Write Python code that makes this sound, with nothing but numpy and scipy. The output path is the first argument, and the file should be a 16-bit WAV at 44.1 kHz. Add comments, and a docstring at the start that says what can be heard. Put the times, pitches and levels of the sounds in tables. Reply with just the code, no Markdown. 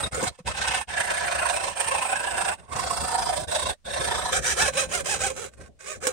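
"""Sawing a small metal plate

A fine-toothed hand saw rasps through a plate held on a wooden bench peg, close by in a workshop.
Very fast strokes, sounding sped up and broken by abrupt gaps, give way to slow ones that arch in pitch.
Tooth impacts and chip noise force plate and saw frame to resonate, while the bench rumbles and thuds.
The frame knocks on the peg now and then, hardest at the end, where it also snaps against the plate."""
import sys
import numpy as np
from scipy import signal
from scipy.fft import rfft, irfft, next_fast_len
from scipy.io import wavfile
from scipy.ndimage import uniform_filter1d, map_coordinates

SR = 44100
rng = np.random.default_rng(int(sys.argv[2]) if len(sys.argv) > 2 else 0)


def log_audio(samples):
    """Write samples as a 16-bit WAV file to the path given in sys.argv[1]."""
    # one column per channel
    frames = np.atleast_2d(samples).T
    # limit to full scale, then quantise
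    limited = np.clip(frames, -1, 1)
    pcm = np.round(limited * 32767).astype(np.int16)
    wavfile.write(sys.argv[1], SR, pcm)


N = 269892
TIME = np.arange(N) / SR
SIZE = next_fast_len(N + 16384)
FREQ = np.arange(SIZE // 2 + 1) * SR / SIZE

# Runs of quick strokes, each with its own grip: (first t/s, last t/s, strokes, level/dB, attack/s,
# release/s, low plate tones/dB, upper plate tones/dB, frame/dB, bench rumble/dB)
QUICK_RUNS = [(0.003, 0.068, 3, -26.5, 0.0062, 0.025, 1.5, -3, -8, -33.5),
              (0.143, 0.273, 5, -28, 0.051, 0.0049, -8, -5, -7.5, -37),
              (0.48, 0.518, 2, -28.5, 0.013, 0.016, 3.5, 4, -0.5, -36),
              (0.552, 0.815, 9, -27.5, 0.072, 0.027, 0.5, 3, -2, -44.5),
              (0.905, 1.281, 12, -29.5, 0.072, 0.0064, 0.5, 1.5, -5, -45),
              (1.317, 1.714, 12, -27, 0.012, 0.054, 0.5, -2, -6, -46),
              (1.773, 2.525, 22, -27.5, 0.011, 0.015, 1.5, -2.5, -10.5, -47),
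              (2.596, 2.635, 2, -42, .01, 0.12, 3.5, -2.5, -7, -48),
              (2.728, 3.438, 21, -26.5, 0.043, 0.054, 1, -7, -8, -40.5),
              (3.49, 3.698, 7, -27, 0.024, 0.011, -1, -4, -4.5, -41),
              (3.87, 4.292, 13, -27, 0.081, 0.011, 2, -3.5, -7.5, -41.5)]
# Slow strokes: (start t/s, end t/s, mid-stroke tooth f/Hz, level/dB,
# swell exponent (1 is round, more is pointed), plate tones/dB, bench rumble/dB)
SLOW_STROKES = [(4.305, 4.417, 799.5, -21.5, 2.6, -0.5, -39.5), (4.415, 4.562, 980, -18.5, 1.1, -3, -40.5),
                (4.552, 4.709, 846.6, -19.5, 1.08, 1, -38), (4.716, 4.874, 637.8, -23, 1.05, 0, -37.5),
                (4.886, 5.032, 713, -24, 1.36, 1.5, -42.5), (5.037, 5.185, 846.6, -22, 0.85, 0, -42),
                (5.178, 5.333, 798.7, -22.5, 1.35, 1, -43), (5.344, 5.483, 469, -31.5, 0.83, 0, -44),
                (5.56, 5.691, 334, -49, 0.9, 3, -48.5), (5.81, 5.999, 625, -31, 2.1, -1.5, -54.5),
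                (6, 6.127, 557, -27.5, 1.33, 1, -46.5)]
# Snags of the blade within a stroke: (t/s, level/dB)
BLADE_SNAGS = [(.278, -28), (.68, -28.5), (.745, -27.5), (.975, -29.5), (1.005, -26.5), (1.107, -26.5),
               (1.387, -29), (1.458, -27.5), (1.496, -30), (1.566, -24.5), (1.642, -30.5), (1.805, -22.5),
               (1.881, -25.5), (1.917, -26), (1.95, -28.5), (2.021, -26.5), (2.128, -24), (2.165, -29),
               (2.38, -26.5), (2.415, -26.5), (2.487, -23.5), (2.795, -30), (2.972, -31), (3.006, -34),
               (3.146, -29.5), (3.33, -29), (3.555, -22.5), (3.665, -30.5), (3.696, -30), (4.015, -28),
               (4.08, -31.5), (4.114, -32), (4.336, -17.5), (4.358, -26.5), (4.436, -31), (4.525, -29),
               (4.59, -19.5), (4.62, -14), (4.781, -17.5), (4.935, -23), (5.142, -21.5), (5.218, -24.5),
               (5.535, -53)]
# Spectral envelope of plate and frame in slow strokes and ticks: (f/Hz, level/dB)
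METAL_SPECTRUM = [(150, -31.5), (400, -7), (620, -5.5), (1300, -4.5), (2600, -7), (4600, -9.5),
                  (6900, -0.5), (8600, 4), (9600, -2), (10700, -18), (15500, -20.5)]
# Their resonances and one antiresonance: (f/Hz, bandwidth/Hz, gain/dB)
METAL_MODES = [(389, 60, 11), (528.8, 57, 13.5), (790, 110, 3), (943, 84, -17.5), (1560, 65.3, 9.5),
               (2428, 220, 5.5), (3970, 220, 5.5), (6090, 190, 5.5), (6830, 120, 8)]
QUICK_PART = TIME < SLOW_STROKES[0][0]


def undb(db):
    """Amplitude ratio of a level in decibels."""
    return 10 ** (np.asarray(db) / 20)


def unit(x):
    """Normalisation to an rms of 1."""
    return x / np.sqrt(np.mean(np.abs(x) ** 2))


def spectrum_db(points):
    """Interpolation of (f/Hz, level/dB) points on a logarithmic frequency axis."""
    hz, db = np.transpose(points)
    return np.interp(np.log(FREQ + 1), np.log(hz), db)


def minimum_phase(gain):
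    """Causality: a minimum-phase response of this gain rings after a blow, never before."""
    cepstrum = irfft(np.log(gain + 1e-7), SIZE)
    cepstrum[..., 1:SIZE // 2] *= 2
    cepstrum[..., SIZE // 2 + 1:] = 0
    return np.exp(rfft(cepstrum))


def through(x, response):
    """Linear filtering: the spectrum is multiplied by a frequency response."""
    return irfft(rfft(x, SIZE) * response, SIZE)[..., :N]


def wander(rate_hz):
    """Random modulation of rms 1, with rate_hz turning points a second."""
    return unit(np.interp(TIME * rate_hz, np.arange(N), rng.standard_normal(N)))


def metal_response(spectrum, modes):
    """Modal resonance: Lorentzian peaks on a broad envelope, coloured differently left and right."""
    balance = [(500, 0.5), (1500, -3.5), (3500, -1.5), (5600, -3), (7000, -12), (8600, -22), (9700, -11),
               (10700, 6), (15000, -4)]  # channel difference: (f/Hz, left minus right level/dB)
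    peaks_db = sum(gain / (1 + (2 * (FREQ - hz) / width) ** 2) for hz, width, gain in modes)
    sides = undb(np.array([[.5], [-.5]]) * spectrum_db(balance))
    sides /= np.sqrt(np.mean(sides ** 2, axis=0))
    return unit(minimum_phase(undb(spectrum_db(spectrum) + peaks_db) * sides))


def quick_strokes(scatter_db=-.82, slip_s=.0018, jolt_db=.5, jolt_s=.17):
    """Nearly periodic forcing: very fast, sped-up-sounding strokes; each run swells in and fades out."""
    rows = []  # (t/s, force/dB, rumble/dB)
    for first, last, count, db, attack_s, release_s, *_, rumble_db in QUICK_RUNS:
        s, beat = np.linspace(first, last, int(round(count)), retstep=True)
        slip, scatter = rng.standard_normal((len(s), 2)).T
        swell = np.tanh((s - first + beat / 2) / attack_s) * np.tanh((last - s + beat / 2) / release_s)
        force_db = db + 20 * np.log10(swell) + scatter_db * scatter
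        jolt = jolt_db * np.exp((first - s) / jolt_s)  # setting off jolts the bench
        rows += zip(s + slip_s * slip, force_db, rumble_db + jolt)
    return np.array(rows)


def stroke_phase(strokes):
    """Phase of the quick strokes in cycles: a whole number at the middle of each."""
    return np.interp(TIME, np.sort(strokes[:, 0]), np.arange(len(strokes)))


def rasp_spans(uneven_db=1.5):
    """Gating: the rasp starts and stops abruptly. Gives the gate (0 to 1) and an uneven drag force."""
    spans = [(0, 0.08, -48), (0.115, 0.291, -32.5), (0.3, 0.364, -57), (0.375, 0.41, -53.5),
             (0.451, 0.522, -42.5), (0.535, 0.834, -41.5), (0.876, 1.745, -37), (1.75, 2.55, -36),
             (2.545, 2.678, -60.5), (2.681, 2.707, -47.5), (2.712, 3.446, -37), (3.473, 3.739, -38.5),
             (3.847, 4.32, -38), (4.321, 5.488, -45.5), (5.574, 5.683, -63), (5.796, 5.97, -46.5)]  # spans where the rasp sounds: (start t/s, stop t/s, level/dB)
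    drag = np.zeros(N)
    for start, stop, db in spans:
        drag[(TIME > start) & (TIME < stop)] = undb(db)
    gate = uniform_filter1d(1. * (drag > 0), size=600)
    return gate, uniform_filter1d(drag, size=750) * undb(uneven_db * wander(110))


def bites(rows, width_s):
    """Incoherent addition: Gaussian swells of force at (t/s, level/dB) sum in power."""
    power = np.zeros(N)
    for s, db in rows:
        near = slice(max(0, int((s - 4 * width_s) * SR)), int((s + 4 * width_s) * SR))
        power[near] += undb(db) ** 2 * np.exp(-((TIME[near] - s) / width_s) ** 2)
    return np.sqrt(power)


def teeth(rate_hz, jitter, scatter_db, strike_db, soft_hz, chips_spread_db, chips_cycles, shared=.88):
    """Impulse-train excitation: each tooth strikes softly with its own force, then chips crackle off."""
    phase = np.cumsum(rate_hz * (1 + jitter * wander(400))) / SR
    tooth = phase.astype(int)
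    force = undb(scatter_db * np.clip(rng.standard_normal(N), -2, 2))[tooth]
    impulses = np.diff(tooth, prepend=0) * np.sqrt(SR / rate_hz)
    strikes = signal.sosfilt(signal.butter(2, [200, soft_hz], "band", fs=SR, output="sos"), impulses)
    grit = rng.standard_normal((2, N)) + shared * rng.standard_normal(N)  # partly alike left and right
    crackle = undb(chips_spread_db * np.clip(wander(1500), -2, 1))
    chips = unit(grit * crackle * np.exp(-(phase % 1) / chips_cycles))
    return unit(force * (undb(strike_db) * strikes + chips))


def singing(force, waver=.45, waver_hz=45, steadiness=.65):
    """Narrow resonances of plate and blade follow the force, gliding as grip and free length shift."""
    # Gliding tones: (start t/s, end t/s, first f/Hz, last f/Hz, bandwidth/Hz, relative level/dB)
    glides = [(.03, 0.065, 3710, 3724, 131, 0), (0.12, 0.17, 1254, 1380, 160, 1),
              (.16, 0.2, 648, 505, 112, -2), (0.2, 0.25, 1033, 960, 116, -3),
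              (.215, .25, 380, 270, 135, -0.5), (0.22, .29, 10000, 10200, 1190, -22),
              (0.9, 1.53, 1573, 1520, 210, -3), (0.9, 1.73, 790, 750, 142.2, -3),
              (.5, 2.6, 2670, 2620, 223, -7), (.9, 1.28, 1839, 1762, 261, -1.5),
              (1.78, 2.71, 1021, 798, 201, -9), (2.11, 2.523, 1560, 1467, 160.1, -1.5),
              (2.72, 3.04, 927, 969, 139.4, -7), (2.78, 3.3, 4950, 4850, 600, -10),
              (.272, .292, 3980, 4120, 300, -5), (2.97, 3.6, 767.6, 693, 129, -6.5),
              (3.1, 3.45, 980, 569.4, 131, -2.5), (3.44, 4.34, 3777, 3700, 321, -7),
              (3.48, 4.23, 562, 540, 89.5, -5), (3.7, 4.52, 1796, 1650, 231.6, -8),
              (3.9, 4.7, 5600, 5750, 217, -12), (4.3, 4.86, 3950, 3975, 130.8, -13),
              (4.6, 4.7, 1453, 1654, 140, -6.5), (4.67, 4.74, 566, 516, 80, -1.5),
              (4.772, 4.57, 531.5, 547, 80, -1.5)]
    out, detuning = np.zeros((2, N)), waver * wander(waver_hz)
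    rub = rng.standard_normal((2, N)) + 1j * rng.standard_normal((2, N))
    for start, end, first_hz, last_hz, width_hz, db in glides:
        near = (TIME > start) & (TIME < end + .03)
        hz = np.interp(TIME[near], [start, end], [first_hz, last_hz]) + width_hz * detuning[near]
        carrier = np.exp(2j * np.pi * np.cumsum(hz) / SR)
        inertia = signal.butter(2, width_hz / 2, fs=SR)
        ring = signal.lfilter(*inertia, rub[:, near])
        ring = unit(ring / np.abs(ring) ** steadiness)  # evens out the amplitude
        swell = signal.lfilter(*inertia, force[near] * (TIME[near] < end))
        out[:, near] += undb(db) * np.sqrt(2) * swell * np.real(ring * carrier)
    return out


def quick_sawing(strokes, gate, drag, turn_share=.58, flutter_db=1.71, hiss_db=-3):
    """Forced vibration: teeth drive the metal in quick strokes; the grip decides which registers ring."""
    pace = [(0, 649), (.9, 848.2), (1.5, 798.4), (2.95, 962), (3.35, 763.7), (4.3, 939)]  # tooth-passing rate at mid stroke: (t/s, f/Hz)
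    spectrum = [(150, -22.5), (430, -11), (560, -5.5), (800, -5.5), (1250, -4.5), (2300, -7), (4500, -14.5),
                (7000, -16), (8700, -11), (10600, -32), (12000, -29.5), (15500, -35)]  # spectral envelope of plate and frame: (f/Hz, level/dB)
    modes = [(536, 73, 5), (716, 120, 8), (980, 110, 4), (1509, 130, 7.5), (1775, 100, 6), (2137, 106, 4.5),
             (2670, 130, 9), (3070, 160, 3), (8370, 390, 7), (8970, 540, 8)]  # their resonances: (f/Hz, bandwidth/Hz, gain/dB)
    # Borders between low plate tones, upper plate tones, frame and blade hiss: f/Hz
    register_edges = [1250, 3200, 7400]
    bite_widths = [.0085, .0087, .0102, .0116]  # half length of a stroke in each register: t/s
    speed = np.abs(np.cos(np.pi * stroke_phase(strokes)))
    rate_hz = np.interp(TIME, *np.transpose(pace)) * (turn_share + (1 - turn_share) * speed)
    rate_hz *= undb(1.3 * wander(35))
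    rub = QUICK_PART * np.hypot(drag, bites(BLADE_SNAGS, width_s=.0085))
    forces = [gate * np.hypot(rub, bites(strokes[:, :2], width_s)) for width_s in bite_widths]
    drive = teeth(rate_hz, jitter=.1, scatter_db=1.64, strike_db=2, soft_hz=2050,
                  chips_spread_db=2, chips_cycles=1.3)
    body = metal_response(spectrum, modes)
    first, last, *_, low_db, upper_db, frame_db, _ = np.transpose(QUICK_RUNS)
    grip_db = [np.interp(TIME, (first + last) / 2, db) for db in (low_db, upper_db, frame_db)]
    register = np.searchsorted(register_edges, FREQ)
    out = undb(-2) * singing(forces[0])
    for k, (force, share_db) in enumerate(zip(forces, grip_db + [hiss_db])):
        band = uniform_filter1d(1. * (register == k), size=2000)
        voice = unit(through(force * drive, body * band))
        out += voice * force.std() * undb(share_db + flutter_db * wander(60))
    return out


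def sway(x, strokes, depth_s=.00014, rate_hz=26, flex_s=.0001):
    """Delay modulation: pitch wavers as saw and plate shift, and arches as strokes tighten the blade."""
    flex = flex_s * np.sin(2 * np.pi * stroke_phase(strokes))
    position = (TIME + depth_s * wander(rate_hz) + flex) * SR
    return np.array([map_coordinates(channel, [position], order=3, mode="nearest") for channel in x])


def reflections(x, t60_s=.051, echo_db=5, shift_hz=5, paths=5):
    """Multipath interference: echoes off bench and tools join the sound, shifting as the hands move."""
    t = TIME[:4096]
    tails = rng.standard_normal((paths, 2, len(t))) * undb(-60 * t / t60_s)
    tails /= np.sqrt(np.sum(tails ** 2, axis=-1, keepdims=True))
    shares = np.array([wander(shift_hz) for _ in tails])
    shares /= np.sqrt(np.sum(shares ** 2, axis=0))
    echoes = sum(signal.oaconvolve(x * share, tail, axes=-1)[:, :N] for share, tail in zip(shares, tails))
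    return (x + undb(echo_db) * echoes) / np.hypot(1, undb(echo_db))


def workshop_air(level_db=-64.5):
    """Ambient noise: the still air of the workshop is a faint, stationary, mostly low rush."""
    spectrum = [(70, 3.5), (400, -20.5), (9000, -27), (12000, -41.5)]  # spectral envelope of the air: (f/Hz, level/dB)
    return undb(level_db) * unit(through(rng.standard_normal((2, N)), undb(spectrum_db(spectrum))))


def bench_rumble(strokes, gate, shudder_db=3):
    """Structure-borne sound: the heavy bench top rumbles and shudders under the push of every stroke."""
    spectrum = [(20, -33.5), (42, -15), (68, 2), (95, -9), (180, -11), (320, -18.5), (600, -13),
                (2000, -73)]  # response of the bench top: (f/Hz, level/dB)
    shared, *own = rng.standard_normal((3, N))
    quick = bites([(s, db) for s, _, db in strokes], width_s=.026) * uniform_filter1d(gate, size=700)
    slow = bites([((start + end) / 2, db) for start, end, *_, db in SLOW_STROKES], width_s=.084)
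    shakes = (.5 * shared + np.array(own)) * undb(shudder_db * wander(30))
    return np.hypot(quick, slow) * unit(through(shakes, minimum_phase(undb(spectrum_db(spectrum)))))


def bench_thuds(decay_s=.0042):
    """Heavily damped oscillation: the bench top swings briefly as the blade bites or the hand presses."""
    pushes = [(.128, 127, -30.5), (.228, 213, -26.5), (.27, 104, -31), (.402, 174, -39.5),
              (2.752, 123.7, -32), (2.762, 230, -40.5)]  # soft pushes on the bench: (t/s, f/Hz, level/dB)
    out = np.zeros(N)
    for s, hz, db in pushes:
        age = np.maximum(TIME - s, 0)
        envelope = age / decay_s * np.exp(1 - age / decay_s)
        out += undb(db) * envelope * np.sin(2 * np.pi * hz * age)
    return out


def peg_knocks(tick_s=.0058, contact_s=.002):
    """Impact excitation: short contacts ring the damped modes of the peg and make the frame tick."""
    impacts = [(0.144, -37, -26), (0.227, -31.5, -24), (.24, -38, -26), (0.388, -47.5, -50),
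               (2.762, -40.5, -30), (6.0692, -27, -12.5)]  # frame on peg: (t/s, wood level/dB, metal tick level/dB)
    modes = [(296, -3.5, 0.053), (396, -5, 0.022), (503, 8, 0.069), (846, -8.5, 0.063), (1105, -13, 0.099)]  # modes of the wooden peg: (f/Hz, level/dB, T60/s)
    wood, tick = np.zeros(N), np.zeros(N)
    for s, wood_db, tick_db in impacts:
        near = (TIME > s) & (TIME < s + .5)
        age = TIME[near] - s
        ring = sum(undb(db - 60 * age / t60) * np.sin(2 * np.pi * hz * age) for hz, db, t60 in modes)
        wood[near] += undb(wood_db) * ring * (1 - np.exp(-age / contact_s))
        tick[near] += undb(tick_db) * np.exp(-age / tick_s)
    ticks = through(tick * rng.standard_normal((2, N)), metal_response(METAL_SPECTRUM, METAL_MODES))
    return undb(4) * wood + reflections(ticks)


def slow_sawing(drag, turn_share=.33, hiss_growth=.96, plate_hz=1800, hiss_hz=6000, chatter_db=2):
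    """Tooth-passing frequency and force arch with the speed of the arm; the blade chatters and snags."""
    rate_hz, force, plate_db = np.full(N, 300.), np.zeros(N), np.zeros(N)
    for start, end, top_hz, db, swell, tones_db, _ in SLOW_STROKES:
        inside = (TIME > start) & (TIME < end)
        speed = np.abs(np.sin(np.pi * (TIME[inside] - start) / (end - start)))
        rate_hz[inside] = top_hz * (turn_share + (1 - turn_share) * speed)
        force[inside] += undb(db) * speed ** swell
        plate_db[inside] = tones_db
    rub = ~QUICK_PART * np.hypot(drag, bites(BLADE_SNAGS, width_s=.013))
    force = np.hypot(force, rub) * undb(chatter_db * wander(170))
    rate_hz *= undb(.25 * wander(60))
    drive = teeth(rate_hz, jitter=.018, scatter_db=3, strike_db=6, soft_hz=2683,
                  chips_spread_db=-.5, chips_cycles=1)
    body = metal_response(METAL_SPECTRUM, METAL_MODES)
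    plate_band = uniform_filter1d(1. * (FREQ < plate_hz), size=4000)
    hiss_band = uniform_filter1d(1. * (FREQ > hiss_hz), size=8000)
    middle_band = 1 - plate_band - hiss_band
    hiss = undb(-24.5) * (force / undb(-22)) ** hiss_growth
    registers = [(force * undb(plate_db), plate_band), (force, middle_band), (hiss, hiss_band)]
    rasp = sum(through(push * drive, body * band) for push, band in registers)
    return undb(-2) * rasp + undb(-5.5) * singing(force)


def frame_click(decay_s=.0013):
    """A brief contact has a broad spectrum: the steel frame snaps on the plate with a bright crack."""
    snaps = [(6.0692, -14)]  # frame on plate: (t/s, level/dB)
    spectrum = [(300, -18), (1500, 3), (4000, -18), (6300, -6), (8700, 4), (11000, -16), (15500, -19)]  # spectral envelope of the crack: (f/Hz, level/dB)
    envelope = sum(undb(db) * (TIME > s) * np.exp(-np.abs(TIME - s) / decay_s) for s, db in snaps)
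    return through(envelope * rng.standard_normal((2, N)), metal_response(spectrum, modes=[]))


def scene():
    """Superposition: saw, impacts, bench and air add in two channels."""
    strokes = quick_strokes()
    gate, drag = rasp_spans()
    air = workshop_air()
    sawing = quick_sawing(strokes, gate, drag) + slow_sawing(drag)
    saw = reflections(sway(sawing, strokes))
    return saw + peg_knocks() + bench_thuds() + frame_click() + bench_rumble(strokes, gate) + air


def record(dry):
    """Band limiting: a steep elliptic low-pass filter cuts the highest treble."""
    cutoff_hz = 15800
    return signal.sosfilt(signal.ellip(10, .2, 80, cutoff_hz, fs=SR, output="sos"), dry)


dry = scene()
out = record(dry)
log_audio(out)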